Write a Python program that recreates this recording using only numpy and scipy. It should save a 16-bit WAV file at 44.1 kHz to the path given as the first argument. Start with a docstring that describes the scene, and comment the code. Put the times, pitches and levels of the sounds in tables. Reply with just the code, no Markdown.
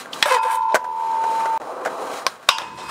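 """Hard wheels roll on concrete and a shoe scuffs the grip tape, then a skateboard truck clacks onto a rail.
It rasps along the steel, sticking and slipping into a groan and a squeal, and rubs the tube into song.
The board thuds down and rolls away while the rail rings on. After a brief dip in level it rolls up
over a joint, the tail pops, the wheels spin in the air and the truck lands for a second slide."""
import sys
import numpy as np
from scipy import signal
from scipy.fft import rfft, irfft, next_fast_len
from scipy.io import wavfile

SR = 44100
rng = np.random.default_rng(int(sys.argv[2]) if len(sys.argv) > 2 else 0)


def persist_wave(psi):
    """Save psi, clipped to +-1, as 16-bit WAV."""
    counts = np.round(np.clip(psi, -1, 1) * 32767).astype(np.int16)
    wavfile.write(sys.argv[1], SR, np.atleast_2d(counts).T)


N = 127890
T = np.arange(N) / SR
FFT_SIZE = 2 * next_fast_len(N * 3 // 5)
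FFT_HZ = np.maximum(np.arange(FFT_SIZE // 2 + 1) * SR / FFT_SIZE, 1)

# Levels in the tables are relative; each layer's trim comes on top.
# Tone colours: f/Hz, level/dB
AIR_EQ = [(30, -35.5), (80, -10.5), (160, -1), (500, 2.5), (1200, -1.5), (3000, -11), (9000, -26),
          (15000, -26.5)]  # outdoor air
ROLL_EQ = [(50, -54), (140, -22), (270, -16), (330, -14), (420, -2.5), (700, 0), (1000, -4.5), (1400, -3.5),
           (2000, -20.5), (2800, -29), (4000, -27.5), (6500, -31), (9200, -33), (10500, -40), (15500, -44)]  # wheels on concrete
SCUFF_EQ = [(300, -20), (1800, -23), (2600, -2), (3400, 2), (5200, -4), (7000, -19), (15000, -36)]  # shoe on grip tape
THUD_EQ = [(24, -38), (40, -45), (183, -18.5), (310, -15.5), (593, 1.5), (976, -5.5), (1130, -4), (1570, 0),
           (1870, -9), (2580, -18), (4370, -23.5), (7370, -24), (15600, -39.5)]  # wheel hitting concrete
POP_EQ = [(60, -65), (404, -26), (700, -7), (1070, -2), (1560, -6), (1830, -12), (2210, -12.5), (2660, -15),
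          (3100, -13.5), (4240, -9), (5400, -11), (6590, -25), (9130, -23), (15600, -38)]  # tail hitting the ground
WASH_EQ = [(80, -52), (250, -25), (500, -8), (1100, -2), (2000, -12), (2800, 4), (4200, -11.5),
           (5300, -5.5), (7000, -15), (9000, -16.5), (15000, -49)]  # the rail's countless weak modes
CLACK_EQ = [(24, -53), (40, -32), (208, -17.5), (1080, 0.5), (2220, -1.5), (2460, 5), (3000, 0.5),
            (3760, 6), (4700, -6.5), (5600, -1), (6670, -9.5), (14100, -21.5), (15600, -29)]  # truck hitting steel
SLIDE_EQ = [(60, -1.5), (250, 0), (500, 4), (660, 3), (1050, 9), (1280, 4), (1500, 5.5), (1850, -2),
            (2100, -2), (2400, -11.5), (2560, 1), (2750, -11.5), (3250, -10.5), (3600, -7.5), (4050, -12),
            (7000, -18), (9000, -18.5), (11000, -23.5), (15000, -31)]  # truck scraping steel

# Rumble, body, rattle and hiss bands of the wheels: low/Hz, high/Hz
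ROLL_BANDS = [(50, 270), (270, 1100), (1100, 2500), (2500, 16000)]
# Wheel faders for each stretch of the ride: t/s, rumble/dB, body/dB, rattle/dB, hiss/dB
RUN_UP = [(0.0, -50, -62, -25.5, -32.5), (0.008, -51.5, -43.5, -40.5, -38.5),
          (0.102, -51, -43.5, -42.5, -58.5), (0.14, -44, -38.5, -44, -36), (0.16, -45, -38.5, -37.5, -40.5),
          (0.218, -49, -43, -44, -40.5), (0.22, -71, -26, -50, -34.5)]
ROLL_AWAY = [(0.79, -77, -46, -63, -67), (0.976, -86, -43, -48.5, -53), (1.068, -60, -41, -44.5, -47),
             (1.178, -52.5, -37.5, -37.5, -47), (1.306, -52.5, -32, -40.5, -41.5),
             (1.402, -51, -37, -35, -41.5), (1.57, -51, -36.5, -37.5, -46.5)]
APPROACH = np.vstack([ [(1.605, -59, -34.5, -47, -54), (1.613, -46, -33.5, -43, -54),
            (1.653, -54, -31, -43.5, -49.5), (1.829, -59, -31, -40.5, -54), (1.835, -56, -33, -39, -50)],
            [(1.9, -48, -31, -38, -47), (1.97, -53.5, -28.5, -41.5, -45.5), (2.13, -48.5, -29, -36, -39.5),
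            (2.198, -58, -36.5, -34.5, -39), (2.238, -50, -37, -40, -48)], ])
SPINNING = [(2.3, -51, -45, -38.5, -43.5), (2.404, -75, -48, -52.5, -60), (2.438, -70, -69, -47, -54),
            (2.458, -74, -63, -52, -55), (2.475, -55, -55, -44, -50)]
# Wheels landing or crossing a joint: t/s, level/dB, tilt/(dB per octave), decay/s
WHEEL_HITS = [(0.0576, -28, -1, 0.0024), (0.7445, -5, -1, 0.0011), (0.7486, -11.5, 2, 0.006),
              (0.7551, -11.5, 1.5, 0.0058), (0.767, -19.5, -1, 0.0061), (0.843, -32, 0, 0.013),
              (1.239, -22.5, -2, 0.0059), (1.456, -19.5, -1.5, 0.0086), (1.616, -28, -1, 0.0041),
              (1.85, -21.5, 0, 0.012), (1.858, -17.5, -1, 0.012), (1.872, -21.5, -2.5, 0.0075),
              (2.427, -40, 0.5, 0.014), (2.4865, -18.5, 0.5, 0.0078)]
# Hollow ring of the deck: f/Hz, popped/dB, landed/dB, t60/s
DECK_MODES = [(540, -15.5, -16, 0.049), (618, -22, -15, 0.056), (729, -9, -6, 0.047),
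              (1072, -1, -19, 0.043), (1537, -9.5, -13, 0.05), (2210, -18, -25, 0.025),
              (4300, -3, -34, 0.01)]

# Truck strikes on the rail: t/s, clack/dB, tilt/(dB per octave), bite/Hz, truck ring/dB, rail ring/dB
RAIL_HITS = [(0.2261, -1.5, -1, 1910, -7.5, -33), (0.2576, -15, -6.5, 1640, -39, -34),
             (0.433, -32, -3, 1400, -51, -53), (0.722, -39, 1, 4500, -55, -44),
             (2.489, -0.5, -0.1, 1216, -30, -16.5), (2.5839, -19, 0.5, 1380, -53, -35),
             (2.618, -25, -8, 2880, -48, -44), (2.893, -27.5, -13, 1410, -42, -36)]
# Ring of axle and hanger: f/Hz, level/dB, t60/s
TRUCK_MODES = [(1830, -5, 0.075), (2493, -4.5, 0.036), (4350, 1.5, 0.013), (5060, -6, 0.024),
               (7850, -19, 0.1)]
# The rail with the board on it: f/Hz, struck/dB, t60/s, rubbed/dB
RAIL_MODES = [(897.3, -9, 1.27, 2), (943, -19, 1.45, -10), (981, -7, 0.47, -4), (1008.5, -11, 1.35, -2.5),
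              (1076, -7.5, 0.32, -13.5), (1384, -17, 0.15, -16), (1440, -14, 0.46, -23),
              (1580, -16, 0.25, -45), (2530, -17.5, 0.91, -18.5), (2575, -22, 0.4, -23),
              (2770, -8, 0.41, -38), (2880, -11, 0.2, -48), (2955, -9, 0.29, -43), (3212, -10.5, 0.28, -43),
              (3660, -22, 0.48, -38.5), (4810, -14.5, 0.55, -43), (4930, -12, 0.24, -34.5),
              (5160, -9, 0.17, -44), (5430, -7.5, 0.18, -49), (7400, -30, 0.4, -54)]
# How hard the slide rubs the rail: t/s, level/dB, brightness/(dB per octave)
RUBBING = [(0.23, -35, -1), (0.3, -29.5, 7.5), (0.39, -24.5, 4), (0.5, -23.5, -3), (0.62, -22.5, -10),
           (0.742, -23, -11), (0.775, -39, -7), (0.85, -84, -4), (2.5, -93, 12), (2.72, -58, 9),
           (2.82, -40, 6), (2.9, -44.5, 14)]
# The rail once the board has left: f/Hz, level/dB, t60/s (before the gain curve)
FREE_MODES = [(898.7, 0, 21.6), (973.5, -11.5, 5.7), (981, 3.5, 1.43), (1020, -5, 0.93), (1070, -17, 1.9)]
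# The recorder's gain recovering after the landing, drawn on that ring alone: t/s, level/dB
RING_GAIN_RECOVERY = [(0.735, -60), (0.76, -34.5), (0.83, -30.5), (0.96, -25.5), (1.1, -20.5),
                      (1.25, -18.5), (1.42, -19), (1.57, -17.5)]

# Rumble, body, rasp, hiss and sizzle bands of the slide: low/Hz, high/Hz
SLIDE_BANDS = [(55, 330), (360, 850), (850, 2700), (2700, 8300), (8300, 16000)]
# Faders of the first slide: t/s, body/dB, rasp/dB, hiss/dB, sizzle/dB
FIRST_SLIDE = [(0.247, -31, -27, -37, -37), (0.261, -44, -18, -31, -33), (0.279, -28, -26.5, -41, -38),
               (0.295, -40, -22, -31.5, -38.5), (0.353, -45, -26.5, -30, -40),
               (0.379, -32, -29, -42.5, -49), (0.405, -49, -43, -54, -72), (0.427, -46, -47, -55, -49),
               (0.433, -46, -31, -43, -47), (0.493, -34.5, -29, -46, -49), (0.519, -45, -30, -40.5, -38),
               (0.561, -45, -36.5, -45, -39), (0.597, -49, -45, -56, -67), (0.629, -49, -50, -53, -73),
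               (0.681, -61, -56, -61, -80), (0.697, -45, -36.5, -48, -76), (0.715, -33, -46.5, -50, -76)]
# Faders of the second slide: t/s, rumble/dB, body/dB, rasp/dB, hiss/dB, sizzle/dB
SECOND_SLIDE = [(2.6, -55.5, -37, -34, -46, -52), (2.718, -46.5, -57, -44.5, -52.5, -79),
                (2.764, -46, -60, -52, -54.5, -62), (2.788, -49, -38, -41.5, -40.5, -59.5),
                (2.88, -43, -52.5, -40.5, -47.5, -55), (2.9, -55, -57, -29.5, -42, -45)]
# Strength of the stick-slip judder: t/s, level/dB
JUDDER_LEVEL = [(0.25, -39), (0.264, -14), (0.284, -32), (0.297, -30), (0.316, -17), (0.362, -20.5),
                (0.385, -44), (0.425, -49), (0.456, -22.5), (0.495, -53), (0.545, -36), (0.61, -52.5)]
# Its pitch: t/s, f/Hz
JUDDER_PITCH = [(0.255, 561), (0.275, 620.5), (0.308, 518.3), (0.35, 503), (0.372, 458), (0.39, 502.5),
                (0.55, 516.5)]

SQUEAL_S, SQUEAL_DB = (0.308, 0.3614), [-16.5, -33, -28.5, -32]  # start and end; harmonics 2 to 5
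SCUFF_S, LEAVE_RAIL_S, POP_S = 0.131, 0.745, 2.2655
DIP_START_S, DIP_END_S = 1.5765, 1.599


def from_db(db):
    """Decibels to gain."""
    return 10 ** (np.asarray(db) / 20)


def unit_rms(x):
    """Scale to an rms of one."""
    return x / np.sqrt(np.mean(x ** 2) + 1e-20)


def curves(rows):
    """One automation curve for each column after the time."""
    times, *columns = np.transpose(rows)
    return [np.interp(T, times, column) for column in columns]


def gate(start, end, fade):
    """Fully open between two times, fading outside them."""
    return np.clip(1 + np.minimum(T - start, end - T) / fade, 0, 1)


def drift(rate_hz):
    """Smooth random wobble of unit rms."""
    spectrum = rfft(rng.standard_normal(FFT_SIZE))
    return unit_rms(irfft(spectrum / (1 + (FFT_HZ / rate_hz) ** 2))[:N])


def colour(x, eq, tilt_db=0, bite_hz=None, bite_db=8):
    """EQ with a tilt per octave above 500 Hz and an optional peak; white noise keeps its power."""
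    hz, db = np.transpose(eq)
    shape_db = np.interp(np.log(FFT_HZ), np.log(hz), db) + tilt_db * np.log2(np.maximum(FFT_HZ, 500))
    if bite_hz:
        shape_db += bite_db * np.exp(-(np.log2(FFT_HZ / bite_hz) / 0.4) ** 2)
    # minimum phase keeps attacks free of pre-ring
    cepstrum = irfft(np.log(unit_rms(from_db(shape_db))))
    cepstrum[1:FFT_SIZE // 2] *= 2
    cepstrum[FFT_SIZE // 2 + 1:] = 0
    return irfft(rfft(x, FFT_SIZE) * np.exp(rfft(cepstrum)))[:N]


def ring(start, hz, t60):
    """One struck mode, dying away from full height."""
    age = np.maximum(T - start, 0)
    return np.sin(2 * np.pi * hz * age) * from_db(-np.minimum(60 * age / t60, 200))


def burst(start, hold, decay, tail_db, tail_t60):
    """A chattering contact of even force, then its scatter from the surrounding concrete."""
    age = np.maximum(T - start, 0)
    contact = np.exp(-np.minimum(np.maximum(age - hold, 0) / decay, 20)) * rng.choice([-1, 1], N)
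    scatter = from_db(tail_db - np.minimum(60 * age / tail_t60, 200)) * rng.standard_normal(N)
    return (T >= start) * (contact + scatter)


def grit(per_s, spread_db, smooth=1.0):
    """Tiny collisions of uneven size over smooth friction noise."""
    sizes = from_db(spread_db * np.minimum(rng.exponential(1, N), 4)) * rng.choice([-1, 1], N)
    collisions = unit_rms(sizes * (rng.random(N) < per_s / SR))
    return unit_rms(collisions + smooth * rng.standard_normal(N))


def ride_bands(source, bands, faders):
    """Split a noise into bands and ride each on its own fader."""
    filters = [signal.butter(4, band, "band", fs=SR, output="sos") for band in bands]
    parts = [unit_rms(signal.sosfilt(sos, source)) for sos in filters]
    return sum(part * from_db(db) for part, db in zip(parts, curves(faders)))


def radiate(x, low_hz):
    """Small bodies radiate little bass."""
    return signal.sosfilt(signal.butter(2, low_hz, "high", fs=SR, output="sos"), x)


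def through_board(x, ring_db=-6.5, t60=0.043):
    """Direct friction noise plus its short ring in the many small modes of deck and truck."""
    age = T[:SR // 8]
    response = rng.standard_normal(len(age)) * from_db(-60 * age / t60)
    return x + from_db(ring_db) * signal.fftconvolve(x, response / np.linalg.norm(response))[:N]


def outdoor_air():
    """A faint, steady bed of noise."""
    return from_db(-49) * colour(rng.standard_normal(N), AIR_EQ)


def wheels():
    """Hard wheels run over the grain of the concrete, sharper as they carve away, and spin in the jump."""
    texture = through_board(grit(per_s=5000, spread_db=2, smooth=1.22)) * from_db(1.2 * drift(35))
    rolling = colour(texture, ROLL_EQ)
    carving = colour(texture, ROLL_EQ, bite_hz=2600, bite_db=3.5)
    return (ride_bands(rolling, ROLL_BANDS, RUN_UP) * gate(0, 0.225, 0.013)
            + ride_bands(carving, ROLL_BANDS, ROLL_AWAY) * gate(0.78, 1.58, 0.025)
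            + ride_bands(rolling, ROLL_BANDS, APPROACH) * gate(1.595, 2.265, 0.033)
            + ride_bands(rolling, ROLL_BANDS, SPINNING) * gate(2.285, 2.49, 0.0092))


def shoe_scuff():
    """The shoe drags up the grip tape in one short, bright scrape."""
    scrape = burst(SCUFF_S, hold=0.005, decay=0.0018, tail_db=-3.5, tail_t60=0.081)
    return from_db(-28) * colour(scrape, SCUFF_EQ)


def board_hits():
    """Wheels thud and the tail pops on the concrete; both knock a hollow ring out of the deck."""
    thuds = deck = 0
    for start, db, tilt_db, decay in WHEEL_HITS:
        contact = burst(start, hold=0.0013, decay=decay, tail_db=-24, tail_t60=0.21)
        thuds += from_db(db) * colour(contact, THUD_EQ, tilt_db)
    snap = burst(POP_S, hold=0.0015, decay=0.0011, tail_db=-12, tail_t60=0.081)
    pop = from_db(-6.5) * colour(snap, POP_EQ)
    for hz, popped_db, landed_db, t60 in DECK_MODES:
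        deck += from_db(popped_db - 9.5) * ring(POP_S, hz, t60)
        for start, db, _, _ in WHEEL_HITS:
            deck += from_db(db + landed_db - 3) * rng.choice([-1, 1]) * ring(start, hz, t60)
    return thuds + pop + radiate(deck, low_hz=460)


def free_rail():
    """The tube's close modes beat and ring on, louder as the recorder's gain recovers from the landing."""
    modes = sum(from_db(db) * ring(LEAVE_RAIL_S, hz, t60) for hz, db, t60 in FREE_MODES)
    gain_db, = curves(RING_GAIN_RECOVERY)
    return modes * from_db(gain_db + 2.5) * (T < DIP_START_S)


def rail_wash(trim_db=-9.5, t60=0.44):
    """Each strike wakes the rail's countless weak modes, which fade as one wash of noise."""
    wash = 0
    for start, *_, db in RAIL_HITS:
        envelope = from_db(db + trim_db - 60 * np.maximum(T - start, 0) / t60) * (T >= start)
        wash += envelope * rng.standard_normal(N)
    return colour(wash, WASH_EQ)


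def ridden_rail():
    """Under the truck, the steel tube rings when struck and sings when rubbed."""
    rubbing_db, brightness = curves(RUBBING)
    lowest_hz, first_hit_s = RAIL_MODES[0][0], RAIL_HITS[0][0]
    struck = sung = 0
    for hz, struck_db, t60, rubbed_db in RAIL_MODES:
        blows = sum(from_db(db + struck_db + rng.normal(0, 1)) * ring(start, hz, t60)
                    for start, *_, db in RAIL_HITS)
        struck += blows * from_db(-2 + 1.5 * drift(20))  # the riding truck damps it unevenly
        song_db = rubbing_db + rubbed_db + 2 + brightness * np.log2(hz / lowest_hz) + 0.71 * drift(14)
        phase_wobble = (hz / 2400) ** 2 * drift(17)
        sung += from_db(song_db) * np.sin(2 * np.pi * hz * T + phase_wobble)
    return struck + sung * (T > first_hit_s)


def truck_clacks():
    """Metal meets metal: a hard crack, each with its own bite, and the short ring of the truck."""
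    cracks = truck = 0
    for start, clack_db, tilt_db, bite_hz, truck_db, _ in RAIL_HITS:
        contact = burst(start, hold=0.0015, decay=0.0015, tail_db=-14.5, tail_t60=0.12)
        cracks += from_db(clack_db) * colour(contact, CLACK_EQ, tilt_db, bite_hz)
        truck += sum(from_db(truck_db + db) * ring(start, hz, t60) for hz, db, t60 in TRUCK_MODES)
    return cracks + radiate(truck, low_hz=700)


def juddering_slide():
    """The truck sticks and slips on the steel: it groans, chops the rasp and squeals at its hardest."""
    pitch_hz, = curves(JUDDER_PITCH)
    groan_db, = curves(JUDDER_LEVEL)
    phase = 2 * np.pi * np.cumsum(pitch_hz * (1 + 0.019 * drift(90))) / SR
    groan = np.sin(phase) * from_db(groan_db + 2 * drift(47))
    squeal = sum(from_db(db + 2.5 * drift(53)) * np.sin(harmonic * phase + 0.5 * drift(56))
                 for harmonic, db in enumerate(SQUEAL_DB, 2))
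    chopped = grit(per_s=1500, spread_db=3.3) * (1 + 0.16 * np.sin(phase))
    scrape = colour(through_board(chopped), SLIDE_EQ) * from_db(1.1 * drift(62))
    rasp = ride_bands(scrape, SLIDE_BANDS[1:], FIRST_SLIDE)
    return (rasp + groan + squeal * gate(*SQUEAL_S, 0.017)) * gate(0.258, 0.736, 0.0042)


def smooth_slide():
    """On the second run the truck glides over the steel with a finer rasp."""
    scrape = colour(through_board(grit(per_s=2000, spread_db=2.1)), SLIDE_EQ)
    return ride_bands(scrape, SLIDE_BANDS, SECOND_SLIDE) * gate(2.6, 3, 0.035)


def scene():
    """The ride over the outdoor air, in mono; the whole mix dips briefly between the runs."""
    bed = outdoor_air() + wheels()
    slides = juddering_slide() + smooth_slide()
    rail = rail_wash() + ridden_rail() + free_rail()
    hits = truck_clacks() + board_hits() + shoe_scuff()
    dip = from_db(-27 * gate(DIP_START_S + 0.0012, DIP_END_S, 0.0013))
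    return ((bed + slides + rail + hits) * dip)[None]


def record(dry):
    """The loudest clacks overload, and a steep low-pass takes off the very top."""
    ceiling, cutoff_hz = 1.02, 15650
    clipped = dry / (1 + (dry / ceiling) ** 16) ** (1 / 16)
    return signal.sosfilt(signal.ellip(12, 0.1, 85, cutoff_hz, fs=SR, output="sos"), clipped)


dry = scene()
out = record(dry)
persist_wave(out)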